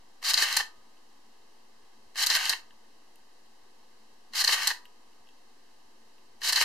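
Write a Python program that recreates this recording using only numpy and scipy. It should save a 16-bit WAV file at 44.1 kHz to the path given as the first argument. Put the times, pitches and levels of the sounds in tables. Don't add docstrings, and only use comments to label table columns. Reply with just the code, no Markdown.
import sys
import numpy as np
from scipy import signal
from scipy.fft import rfft, irfft, next_fast_len
from scipy.io import wavfile
from scipy.ndimage import uniform_filter1d

SR = 44100
rng = np.random.default_rng(int(sys.argv[2]) if len(sys.argv) > 2 else 0)


def waveform_to_disk(signal):
    frames = np.transpose(np.atleast_2d(signal))
    scaled = np.clip(frames, -1, 1) * 32767
    samples = np.round(scaled).astype(np.int16)
    wavfile.write(sys.argv[1], SR, samples)


N = 292824
SIZE = next_fast_len(N + SR)
HZ = np.fft.rfftfreq(SIZE, 1 / SR)

# shutter time in seconds, extra delay of the motor start in seconds,
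# extra delay of the mirror drop in seconds, strength of the blows in dB, first and second spring level in dB.
RELEASES = [(.3417, -0.0031, 0.005, 0, -60, -59.5), (2.2694, -0.0012, 0.0033, -0.5, -67, -67),
            (4.447, -0.00051, .001, 0, -58.5, -65), (6.5309, -0.0024, -0.00049, 0, -62, -62)]
# seconds from the shutter, gear level in dB,
# low range over the gear level in dB, whine pitch in Hz.
MOTOR = [(-.128, -72, 5, 4200), (-.09, -31.5, -2, 4900), (-.03, -24.5, -2.5, 4350), (-.012, -44.5, 6, 4300),
         (.02, -36.5, 1.5, 4200), (.035, -28, 1, 4250), (.05, -28, 3, 4350), (.07, -27.5, -1, 4814),
         (.095, -24.5, 3, 4585), (.112, -35.5, 6.5, 4200), (.26, -33.5, 1.5, 4084), (.285, -47, -6, 3810),
         (.35, -67, -17, 3960)]


def gain_of(db):
    return 10 ** (np.asarray(db) / 20)


def evened(x):
    return x / np.sqrt(np.mean(x ** 2) + 1e-20)


def unit(response):
    return response / np.sqrt(np.mean(abs(response) ** 2))


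def read(points):
    f, value = np.transpose(points)
    return np.interp(np.log(HZ + 1), np.log(f + 1), value)


def shaped(x, response):
    return irfft(rfft(x, SIZE) * response, SIZE)[..., :N]


def peak(hz, width):
    return 1j * HZ * width / (hz ** 2 - HZ ** 2 + 1j * HZ * width)


def pair(same_points):
    a, b = rng.standard_normal((2, N))
    same = np.clip(read(same_points), 0, 1)
    right = shaped(a, same) + shaped(b, np.sqrt(1 - same ** 2))
    return np.array([a, right])


def timed(s, release):
    shutter, start_late, drop_late = release[:3]
    starting = s < -.07
    dropping = (s > .02) & (s < .04)
    return shutter + s + start_late * starting + drop_late * dropping


def each_release(rows):
    s, *columns = np.transpose(rows)
    times = np.concatenate([timed(s, r) for r in RELEASES])
    t = np.arange(N) / SR
    on = sum((t > timed(s, r)[0]) & (t < timed(s, r)[-1]) for r in RELEASES)
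    return on, [np.interp(t, times, np.tile(c, len(RELEASES))) for c in columns]


def hiss(level_db=-60):
    # frequency in Hz, relative level in dB.
    colour = [(20, -27.5), (60, -42), (150, -20), (190, -10), (215, -2), (500, -1), (900, 0.5), (1800, -6),
              (4000, -6.5), (8000, -17), (14000, -23.5)]
    # frequency in Hz, left-right likeness from 0 to 1.
    likeness = [(100, 0.82), (300, 0.586), (700, 0.21), (3000, 0.14), (10000, .03)]
    return gain_of(level_db) * evened(shaped(pair(likeness), gain_of(read(colour))))


def rumble(hum_hz=226.1, hum_db=-78, bumps_db=-83, lumps_per_s=9, half_lump_s=0.023):
    hum = shaped(rng.standard_normal(N), peak(hum_hz, 5.66))
    starts = (rng.random(N) < lumps_per_s / SR) * rng.uniform(.4, 1, N)
    lumps = signal.oaconvolve(starts, np.hanning(2 * int(half_lump_s * SR)))[:N]
    swell = lumps + 0.089
    bumps = shaped(swell * rng.standard_normal(N), 1 / (1 + (HZ / 150) ** 6))
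    return gain_of(hum_db) * evened(hum) + gain_of(bumps_db) * evened(bumps)


def room(x, gap=300, spacing=20):
    # frequency in Hz, seconds to fall by 60 dB.
    decay_times = [(300, 0.21), (800, 0.33), (2000, 0.23), (5500, 0.22), (12000, 0.18)]
    taps = np.zeros((2, SR // 2))
    at = np.arange(gap, SR // 2 - spacing, spacing).astype(int)
    at = at + rng.integers(0, spacing, (2, len(at)))
    np.put_along_axis(taps, at, rng.choice([-1., 1.], at.shape), 1)
    taps[1] = 0.46 * taps[0] + 0.9 * taps[1]
    hz, t, bands = signal.stft(taps, SR, nperseg=256)
    t60 = np.interp(hz, *np.transpose(decay_times))[:, None]
    tail = signal.istft(bands * gain_of(-60 * t / t60), SR, nperseg=256)[1]
    return signal.fftconvolve(x, tail / np.linalg.norm(tail[0]), axes=1)[:, :N]


def finger(width=800, hollow_hz=2850, dull_hz=1900):
    # start in seconds, ring level in dB,
    # fading time in seconds, edge level in dB, dull body level in dB.
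    ticks = [(0.9714, -44, 0.004, -75, -58), (2.707, -33, 0.0033, -72, -38), (2.846, -51, 0.004, -72, -49),
             (3.1572, -43, 0.0032, -55, -54), (3.4615, -45, 0.0043, -73, -55),
             (4.8536, -30.5, 0.0045, -55, -34), (5.131, -45, 0.004, -74, -47),
             (5.2714, -41, 0.0037, -71, -48), (5.288, -34, 0.0056, -71, -45),
             (6.181, -39, 0.0046, -75, -56)]
    out, t = np.zeros((2, N)), np.arange(1500) / SR
    noise = rng.standard_normal((len(ticks), 2, len(t)))
    hollow, dull = (signal.iirpeak(f, f / width, SR) for f in (hollow_hz, dull_hz))
    for (s, ring_db, fade, edge_db, body_db), (a, b) in zip(ticks, noise):
        rub = np.array([a, 0.86 * a + 0.65 * b]) * np.exp(-t / abs(fade))
        ring, body = (signal.lfilter(*f, signal.lfilter(*f, rub)) for f in (hollow, dull))
        edge = np.diff(rub, prepend=0)
        tick = gain_of(ring_db) * ring + gain_of(body_db) * body + gain_of(edge_db) * edge
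        out[:, round(s * SR):][:, :len(t)] += tick
    return out


def springs(latch_s=.264):
    # frequency in Hz, seconds to fall by 60 dB.
    tones = [(979, 1.2), (1243.5, 1.5)]
    out, t = np.zeros(N + 2 * SR), np.arange(SR) / SR
    for release in RELEASES:
        start = round((release[0] + latch_s) * SR)
        for db, (hz, t60) in zip(release[4:], tones):
            tone = np.sin(2 * np.pi * (hz * t + rng.random()))
            out[start:][:SR] += gain_of(db - 60 * t / t60) * tone
    return out[:N]


def shutter_hum(waver_hz=12):
    # start and stop in seconds from the shutter, fade in seconds, pitch in Hz, full level in dB.
    start, stop, fade, hz, db = (0, 0.0164, 0.13, 525, -51)
    on, (swell,) = each_release([(start, 0), (start + fade, 1), (stop - fade, 1), (stop, 0)])
    waver = evened(uniform_filter1d(rng.standard_normal(N), size=1500))
    turns = 2 * np.pi * np.cumsum(hz + waver_hz * waver) / SR
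    return gain_of(db) * on * swell * np.sqrt(2) * np.sin(turns)


def whine(width=250, level_db=-6.5, per_khz_db=12):
    on, (gear_db, _, hz) = each_release(MOTOR)
    a, b = shaped(rng.standard_normal((2, N)), 1 / (1 + (HZ / width) ** 2))
    turns = 2 * np.pi * np.cumsum(hz) / SR
    level = gain_of(gear_db + level_db + per_khz_db * (hz / 1000 - 5.0))
    return on * level * evened(a * np.cos(turns) + b * np.sin(turns))


def gears(teeth_per_s=900, ring_s=0.00091, smooth=3.4):
    teeth = (rng.random(N) < teeth_per_s / SR) * rng.exponential(1, N)
    clatter = signal.lfilter([1], [1, -np.exp(-1 / (ring_s * SR))], teeth)
    grain = evened(clatter) + smooth
    on, (db, low_db, _) = each_release(MOTOR)
    return on * gain_of([db + low_db, db, db - 5]) * evened(grain)


def knocks(rise=0.24, decay_power=0.92, spread_db=1.7, blow_lag=.35):
    # seconds from the shutter, thud, clack and tick level in dB, rattle time in seconds,
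    # blow over the rattle in dB, before the tilt between ranges.
    parts = [(-.1205, -49, -51.5, -55, .004, 6), (-.112, -32, -33.5, -39, .0047, 2.5),
             (-.098, -47, -35, -42.5, .0046, 2.5), (-.0453, -32, -31, -22, .006, -3.5),
             (-.036, -32, -22, -30, .0045, 8), (-.0073, -23, -20.5, -18, .0053, 4),
             (-.0008, -29.5, -12, -20, .0031, 8.5), (.0087, -37, -39, -31.5, 0.0029, -4),
             (.0272, -24.5, -14.5, -24, .0065, 7), (.043, -21.5, -31, -34.5, 0.0045, 8.5),
             (0.0815, -15.5, -16, -19, 0.0034, 8), (0.0906, -31, -25.5, -24, 0.0051, -3.5),
             (0.185, -29.5, -20, -21.5, .0021, 2), (.2252, -23, -14.5, -16.5, 0.0028, 9.5),
             (.2285, -25.5, -15, -15.5, 0.0035, 3.5), (.2344, -24, -33, -38, .0037, -2),
             (0.256, -24, -26.5, -48, .0045, 0), (0.263, -19, -27.5, -46, 0.0044, 3)]
    rattles, blows = np.zeros((3, N + SR)), np.zeros((3, N + SR))
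    t = np.arange(2000) / SR
    chance = rng.standard_normal((len(RELEASES), len(parts), 3, 1))
    for release, lucks in zip(RELEASES, chance):
        for (s, thud_db, clack_db, tick_db, rattle, blow_db), luck in zip(parts, lucks):
            levels = gain_of([[thud_db], [clack_db], [tick_db]] + spread_db * luck + release[3])
            lengths = abs(rattle) * np.array([[1.15], [1], [.8]])
            growth = 1 - np.exp(-t / (rise * lengths))
            decay = np.exp(-(t / lengths) ** decay_power)
            at = round(timed(s, release) * SR)
            rattles[:, at:at + len(t)] += levels * growth * decay
            blows[:, at + round(blow_lag * abs(rattle) * SR)] += levels[:, 0] * gain_of(blow_db)
    return rattles[:, :N], blows[:, :N]


def camera(blow_tilt_db=(3., 0., -6.), gear_low_hz=500):
    # frequency in Hz, relative level in dB.
    thud, clack, tick = [(20, -17), (200, -36), (500, -19.5), (900, -9.5), (1600, -6.5), (2400, -4.5),
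                         (3200, -7), (6000, -46.5)], [(800, -33), (2000, -24.5), (2800, -8), (4200, 1), (5200, -5.5),
                                       (6500, -11.5), (10000, -44)], [(2000, -40), (5000, -6.5), (6500, -5), (8000, -6),
                                                      (9500, -7.5), (11000, -8), (14000, -9.5)]
    # frequency in Hz,
    # width of the resonance in Hz (the chassis squares it, so narrower), level over the broad response in dB.
    shell_modes, chassis_modes = [(1030, 90, -5), (1178, 43, 4.5), (1560, 62, 6.5), (1854, 75, 4.5),
                                  (2250, 96, 4), (2720, 85, 2), (3024, 110, 4.5), (4020, 156, 1.5),
                                  (4260, 180, 2), (4950, 43, -5.5), (5140, 100, 3), (6690, 350, 4.5)], [(380, 120, 3), (920, 170, 0), (1803, 340, 7),
                                                (3100, 340, 1.5), (4194, 490, 6), (4820, 560, 5),
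                                                (6650, 740, 0)]
    # frequency in Hz, left-right likeness from 0 to 1.
    likeness = [(300, 1), (1800, 0.78), (2600, 0.25), (4200, 0.59), (5500, 0.44), (9000, 0.072)]
    # frequency in Hz, left minus right in dB.
    lean = [(60, 0), (120, 2.5), (240, 0), (470, 1), (930, 1.5), (1860, 0.0), (3690, 1.5), (7330, 0),
            (14600, -1)]
    rattles, blows = knocks()
    shell = 1 + sum((gain_of(db) - 1) * peak(hz, width) for hz, width, db in shell_modes)
    chassis = 1 + sum((gain_of(db) - 1) * peak(hz, width) ** 2 for hz, width, db in chassis_modes)
    gear_low_cut = HZ ** 2 / (HZ ** 2 + gear_low_hz ** 2)
    out = (whine() + shutter_hum()) * np.ones((2, 1))
    ranges = zip(gears(), rattles, blows, blow_tilt_db, (thud, clack, tick))
    for whirr, rattle, blow, tilt_db, colour in ranges:
        broad, noise = gain_of(read(colour)), pair(likeness)
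        out += shaped(whirr * noise, unit(broad * shell) * gear_low_cut)
        struck = rattle * noise[:, ::-1] + gain_of(tilt_db) * blow
        out += shaped(struck, unit(broad * chassis))
    return shaped(out, gain_of(np.array([[.5], [-.5]]) * read(lean)))


def scene():
    near = camera() + finger()
    return near + gain_of(-10.5) * room(near) + springs() + hiss() + rumble()


def record(dry, shelf_hz=14060, shelf_db=-33, offset=-.00244, edge_hz=15165):
    # frequency in Hz, width in Hz, depth in dB.
    notches = [(130, 54.5, -2), (608, 120, -11.5), (1373, 334, -12.5), (2374, 503, -17.5), (3483, 590, -13)]
    dips = np.prod([1 - (1 - gain_of(db)) * peak(hz, width) for hz, width, db in notches], axis=0)
    shelf = gain_of(shelf_db / (1 + np.exp((shelf_hz - HZ) / 25)))
    coloured = shaped(dry, dips * shelf) + offset
    band_limit = signal.firwin(511, edge_hz, window=("kaiser", 9), fs=SR)
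    return signal.oaconvolve(coloured, band_limit[None], "same")


dry = scene()
out = record(dry)
waveform_to_disk(out)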